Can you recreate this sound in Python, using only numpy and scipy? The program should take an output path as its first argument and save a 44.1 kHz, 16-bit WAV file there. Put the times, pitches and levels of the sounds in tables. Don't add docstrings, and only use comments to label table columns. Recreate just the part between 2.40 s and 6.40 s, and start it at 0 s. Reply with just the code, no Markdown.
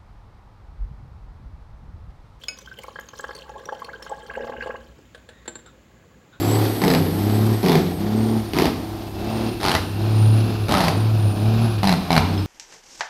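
import sys
import numpy as np
from scipy import signal
from scipy.fft import rfft, irfft
from scipy.io import wavfile

SR = 44100
rng = np.random.default_rng(int(sys.argv[2]) if len(sys.argv) > 2 else 0)


def unload_wav(signal):
    wavfile.write(
        sys.argv[1],
        SR,
        np.round(np.clip(np.atleast_2d(signal).T, -1, 1) * 32767).astype(np.int16),
    )


N = 4 * SR
GRAIN_T, RING_T = np.arange(SR // 20) / SR, np.arange(SR // 2) / SR
TOP_HZ = 15800


def undb(db):
    return 10 ** (np.asarray(db) / 20)


def peak(x, db):
    return x * undb(db) / np.abs(x).max()


def unit(x):
    return x / np.sqrt(np.mean(x ** 2))


def fade(t60):
    return np.exp(-np.log(1000) * RING_T / t60)


def add(out, start, x):
    i = int(np.clip(start * SR, 0, N - 1))
    out[i:i + len(x)] += x[:N - i]


def fader(table, column=1):
    rows = np.array(table)
    return undb(np.interp(np.arange(N) / SR, rows[:, 0], rows[:, column]))


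def noise(colour, size=N):
    hz, db = np.array(colour).T
    bins_hz = np.arange(size // 2 + 1) * SR / size + 1
    eq = undb(np.interp(np.log(bins_hz), np.log(hz), db))
    return unit(irfft(rfft(rng.standard_normal(size)) * eq, size))


def bubble(start_hz, end_hz, glide_s, life_s, attack_s):
    hz = end_hz + (start_hz - end_hz) * np.exp(-GRAIN_T / glide_s)
    envelope = np.exp(-(GRAIN_T / life_s / 1.61) ** 1.18) * (1 - np.exp(-GRAIN_T / attack_s))
    return peak(np.sin(2 * np.pi * np.cumsum(hz) / SR) * envelope, 0)


def ping(hz, life_s, attack_s):
    return bubble(hz, hz, life_s, life_s, attack_s)


# frequency in Hz, relative level in dB.
ROOM_TONE_EQ = [(25, -52), (55, -15), (92, -4.5), (141, -6.5), (166, -5.5), (223, -7.5), (754, -21),
                (2480, -24.5), (5880, -36), (7110, -27), (8360, -45), (14800, -42.5), (16000, -35)]
RUMBLE_EQ = [(36, -24), (47, -19), (54, 8), (66, 9), (78, -13), (130, -6), (300, -54)]
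# time in seconds, level in dB.
RUMBLE_RIDE = [(1.8, -54.5), (2.1, -50), (2.5, -50), (2.75, -58), (3.1, -59.5)]


def room_tone():
    return undb(-54) * noise(ROOM_TONE_EQ) + fader(RUMBLE_RIDE) * noise(RUMBLE_EQ)


# delay in seconds, gain in dB.
REFLECTIONS = [(.00195, 2), (.0037, -6), (.0058, -6)]


def echoed(x):
    return x + sum(undb(db) * np.pad(x, (int(delay * SR), 0))[:len(x)] for delay, db in REFLECTIONS)


# pitch in Hz, bandwidth in Hz, gain in dB.
FLASK_MODES = [(233.9, 2.6, 22), (340, 11.7, 4.5), (424.4, 89, 9.5), (521.3, 45, 3), (667.5, 27.4, 5),
               (823.6, 63.5, 10.5), (1105, 92, -1.5), (1281, 330, -0.5), (1639, 34, 9), (1630, 130, -10),
               (2820, 610, -9.5), (3119, 117, 10), (4380, 47, 7.5)]


def flask_response():
    t = RING_T[:SR // 5]
    ring = sum(undb(db) * 2 * np.pi * width / SR * np.exp(-np.pi * width * t) * np.cos(2 * np.pi * hz * t)
               for hz, width, db in FLASK_MODES)
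    bypass = undb(-46) * (t == 0)
    return echoed(ring + bypass)


def burble(flask, per_s=220, centre_hz=688, octaves=1.39, life_s=0.0028, scatter_db=9.5):
    swarm = np.zeros(N)
    for when, pitch, size, life in rng.random((int(per_s * N / SR), 4)):
        hz = centre_hz * 2 ** (octaves * (2 * pitch - 1))
        grain = bubble(hz, hz * 1.254, life_s, life_s * (.5 + life), life_s / 10)
        add(swarm, when * N / SR, grain * undb(scatter_db * size))
    return unit(signal.fftconvolve(swarm, flask)[:N])


# frequency in Hz, relative level in dB.
SPATTER_EQ = [(300, 1.5), (2000, 7), (7000, 1.5), (9000, -7.5), (15000, -6.5)]


def spray(flask, per_s=600, clump_s=.012, clump_db=5.5, click_s=.0006):
    pings, impacts = np.zeros(N), np.zeros(N)
    clumps = np.minimum(rng.standard_normal(N), 1)
    for when, pitch, size, life in rng.random((int(per_s * N / SR), 4)):
        start, hz, life_s = when * N / SR, 2700 * 5.5 ** pitch, .00055 * (.5 + life)
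        scatter_db = -4.2 * np.log(.03 + size)
        gain = undb(clump_db * clumps[int(start / clump_s)] + scatter_db)
        colour = undb(np.interp(hz, *np.array(SPATTER_EQ).T))
        add(pings, start, gain * colour * ping(hz, life_s, life_s / 2))
        add(impacts, start, np.array([gain]))
    click_envelope = signal.lfilter([1], [1, -np.exp(-1 / (click_s * SR))], impacts)
    drops = unit(pings) + undb(-9) * unit(click_envelope * noise(SPATTER_EQ))
    flask_ring = unit(signal.fftconvolve(drops, flask)[:N])
    return unit(unit(echoed(drops)) + undb(-3) * flask_ring)


# time in seconds, burble level in dB, spray level in dB.
POUR_RIDE = [(0, -56.5, -56), (.65, -57.5, -55.5), (.95, -49.5, -54), (1.15, -46.5, -57),
             (1.85, -46.5, -54), (2.0, -39, -59), (2.33, -42.5, -57), (2.41, -50.5, -61), (2.7, -72, -71.5),
             (3.0, -62, -92)]


def stream(flask):
    return burble(flask) * fader(POUR_RIDE, column=1) + spray(flask) * fader(POUR_RIDE, column=2)


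def film_burst(rise_s=0.0013, ripple_db=6):
    age = GRAIN_T / rise_s
    hz = np.linspace(300, TOP_HZ, 16)
    db = np.interp(hz, *np.array(SPATTER_EQ).T) + ripple_db * rng.standard_normal(len(hz))
    return noise(list(zip(hz, db)), len(GRAIN_T)) * age * np.exp(1 - age)


# start in seconds, peak level in dB, pitch in Hz.
TICK_CUES = [(0.0364, -29, 3370), (0.187, -32, 5970), (.259, -36, 3190), (0.387, -28.5, 3016),
             (0.419, -42, 7020), (0.434, -32.5, 2250), (.597, -37.5, 13150), (0.687, -32, 6440),
             (0.788, -31, 6520), (0.807, -32.5, 7640), (.84, -45, 5440), (0.95, -32.5, 4450),
             (0.963, -31, 4450), (0.987, -33.5, 4300), (1.255, -28.5, 5820), (1.445, -31.5, 4360),
             (1.625, -31, 5400), (1.694, -34, 7670)]


def ticks(life_s=0.0017, attack_s=0.00078):
    out = np.zeros(N)
    for start, db, hz in TICK_CUES:
        tick = ping(hz, life_s, attack_s) + undb(-5) * film_burst(attack_s)
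        add(out, start, peak(echoed(tick), db))
    return out


# frequency in Hz, relative level in dB.
CONTACT_EQ = [(150, -45), (400, 3.5), (1500, 9), (2400, 1.5), (3800, 6.5), (5500, -12.5), (9000, -6.5),
              (16000, -36.5)]


def strike(modes, crack_db, crack_s, attack_s=0.00069):
    ring = sum((-1) ** k * undb(db) * np.sin(2 * np.pi * hz * RING_T) * fade(t60)
               for k, (hz, db, t60) in enumerate(modes))
    crack, clatter = np.exp(-RING_T / crack_s), undb(-22) * fade(t60=0.28)
    contact = undb(crack_db) * noise(CONTACT_EQ, len(RING_T)) * (crack + clatter)
    return (ring + contact) * (1 - np.exp(-RING_T / attack_s))


# pitch in Hz, relative level in dB, seconds to fall 60 dB.
CLINK_MODES = [(1495, -12.5, 0.15), (2250, -2, 0.064), (2556, -3.5, 0.13), (2827, -11.5, 0.038),
               (2990, 4, 0.01), (4440, 3.5, 0.0091), (5084, 7, 0.054), (6705, -0.5, 0.057),
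               (9540, -8.5, 0.04), (12150, -15, 0.023)]


def clink(start=.0835):
    out = np.zeros(N)
    add(out, start, peak(strike(CLINK_MODES, crack_db=-11, crack_s=0.0071), db=-14))
    return out


# start in seconds, peak level before trim in dB,
# opening pitch in Hz, final pitch in Hz, glide and decay time in seconds.
PLOP_CUES = [(0.274, -33, 1400, 1598, 0.0042), (0.314, -32, 1458, 1588, 0.0073),
             (0.387, -34, 303, 1060, 0.0033), (0.441, -30, 487, 1500, 0.0023),
             (0.482, -25.5, 483, 1330, 0.0014), (0.558, -26.5, 770, 1980, 0.00091),
             (0.588, -24.5, 450, 2180, 0.00068), (0.734, -33.5, 377, 1880, 0.0014),
             (0.795, -24.5, 565, 1820, 0.00075), (0.841, -19, 366, 2000, 0.00093),
             (0.891, -25, 300, 1600, 0.00056), (0.908, -26.5, 490, 2360, 0.0012),
             (1.094, -30.5, 720, 900, 0.0023), (1.155, -28.5, 577, 1130, 0.006),
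             (1.288, -21.5, 487, 1860, 0.0015), (1.323, -20.5, 600, 990, 0.0025),
             (1.419, -23, 1000, 1120, 0.0015), (1.483, -28, 520, 2390, 0.0094),
             (1.533, -31, 1384, 1630, 0.0072), (1.622, -28.5, 380, 1900, 0.00022),
             (1.665, -28.5, 780, 1620, 0.00086), (1.693, -31.5, 600, 1317, 0.011),
             (1.715, -21, 620, 947, 0.0052), (1.91, -30, 500, 1710, 0.0014),
             (1.972, -20.5, 433, 1010, 0.0037), (2.004, -22, 500, 590, 0.001),
             (2.044, -21, 500, 700, 0.00037), (2.068, -28.5, 602, 905, 0.0092),
             (2.096, -20.5, 480, 750, 0.00041), (2.133, -27.5, 834, 806, 0.0019),
             (2.236, -33, 380, 1970, 0.00066), (2.26, -22.5, 497, 710, 0.00098),
             (2.272, -23, 606, 910, 0.00081), (2.295, -25, 290, 1573, 0.0081),
             (2.323, -37, 493, 1700, 0.0021), (2.341, -26.5, 405, 1280, 0.0072),
             (2.589, -40.5, 318, 340, 0.0026)]


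def plops(flask, trim_db=0.5, splash_db=-23.5):
    out = np.zeros(N)
    for start, db, start_hz, end_hz, life_s in PLOP_CUES:
        tone = bubble(start_hz, end_hz, life_s, life_s, attack_s=0.00023)
        plop = tone + undb(splash_db) * film_burst()
        add(out, start, peak(signal.fftconvolve(plop, flask), db + trim_db))
    return out


# start in seconds, peak level in dB.
CHIRP_CUES = [(1.662, -37), (1.897, -24.5), (1.936, -33), (1.951, -24), (2.006, -31), (2.032, -33),
              (2.12, -31.5), (2.135, -41), (2.164, -30), (2.179, -36), (2.193, -41), (2.206, -22),
              (2.221, -22), (2.242, -54), (2.267, -33), (2.303, -25.5), (2.355, -32)]


def chirps(flask, start_hz=1250, end_hz=2950, attack_s=0.002, splash_db=-24):
    out = np.zeros(N)
    neck = undb(-2) * ping(hz=1575, life_s=0.0027, attack_s=attack_s)
    for start, db in CHIRP_CUES:
        glide_s, life_s = np.array([.0035, .0047]) * np.exp(.2 * rng.standard_normal(2))
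        tone = bubble(start_hz, end_hz, glide_s, life_s, attack_s)
        chirp = tone + neck + undb(splash_db) * film_burst()
        add(out, start, peak(signal.fftconvolve(chirp, flask), db))
    return out


def belly_hum(start=1.98, end=2.26, db=-48):
    hz = FLASK_MODES[0][0]
    band = [(hz / 1.3, -50), (hz / 1.04, -6), (hz, 0), (hz * 1.04, -6), (hz * 1.3, -50), (hz * 10, -120)]
    swell = fader([(start - .1, db - 30), (start, db), (end, db), (end + .25, db - 30)])
    return noise(band) * swell


# pitch in Hz, relative level in dB, seconds to fall 60 dB.
FUNNEL_MODES = [(238.6, -0.5, 0.096), (340, 2, 0.12), (485, 9.5, 0.043), (625, -5.5, 0.16), (848, 1, 0.047),
                (1110, -9, 0.085), (1538, -1.5, 0.13), (1686, 7, 0.032), (3700, 3, 0.012), (4335, 5, 0.02),
                (7363, 10, 0.075), (7740, -2.5, 0.1)]
# start in seconds, peak level in dB, hardness in dB.
TAP_CUES = [(2.747, -30, -46), (2.777, -42, -35), (2.889, -31, -15.5), (3.056, -35, -31), (3.0779, -19, 2),
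            (3.154, -25.5, 4), (3.19, -39, -13), (3.261, -36.5, -0.5)]


def taps(thump_below_hz=400, ring_above_hz=4000):
    out = np.zeros(N)
    for start, db, hardness_db in TAP_CUES:
        modes = [(hz, mode_db + hardness_db * (hz < thump_below_hz or hz > ring_above_hz), t60)
                 for hz, mode_db, t60 in FUNNEL_MODES]
        add(out, start, peak(strike(modes, crack_db=6.5, crack_s=0.0065), db))
    return out


def squeak(hz):
    return noise([(hz / 4, -50), (hz / 1.2, -14), (hz, 0), (hz * 1.15, -18), (hz * 4, -60)])


# start and end in seconds, pitch in Hz, squeak level in dB.
RUB_CUES = [(2.895, 3.09, 1870, -60), (3.26, 3.29, 1410, -52.5), (3.929, 3.956, 1500, -52.5)]


def rubs(stem_hz=3740, stem_db=-5.5):
    out = np.zeros(N)
    for start, end, hz, db in RUB_CUES:
        pressure = fader([(0, -200), (start - .02, db - 40), (start, db),
                          (end, db - 2), (end + .08, db - 40), (end + 1, -200)])
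        out += pressure * (squeak(hz) + undb(stem_db) * squeak(stem_hz))
    return out


def reverb(x, wet_db=-12, crossover_hz=2500, build_s=0.0039):
    white = rng.standard_normal(len(RING_T))
    low = signal.sosfilt(signal.butter(1, crossover_hz, fs=SR, output="sos"), white)
    tail = low * fade(t60=0.43) + 0.78 * (white - low) * fade(t60=0.29)
    tail *= 1 - np.exp(-RING_T / build_s)
    return x + undb(wet_db) * signal.fftconvolve(x, tail / np.linalg.norm(tail))[:N]


def scene():
    flask = flask_response()
    liquid = plops(flask) + chirps(flask) + ticks() + stream(flask) + belly_hum()
    glass = clink() + taps() + rubs()
    return (reverb(liquid + glass) + room_tone())[None]


def record(dry):
    return signal.sosfilt(signal.ellip(8, .2, 70, TOP_HZ, fs=SR, output="sos"), dry)


dry = scene()
out = record(dry)
unload_wav(out)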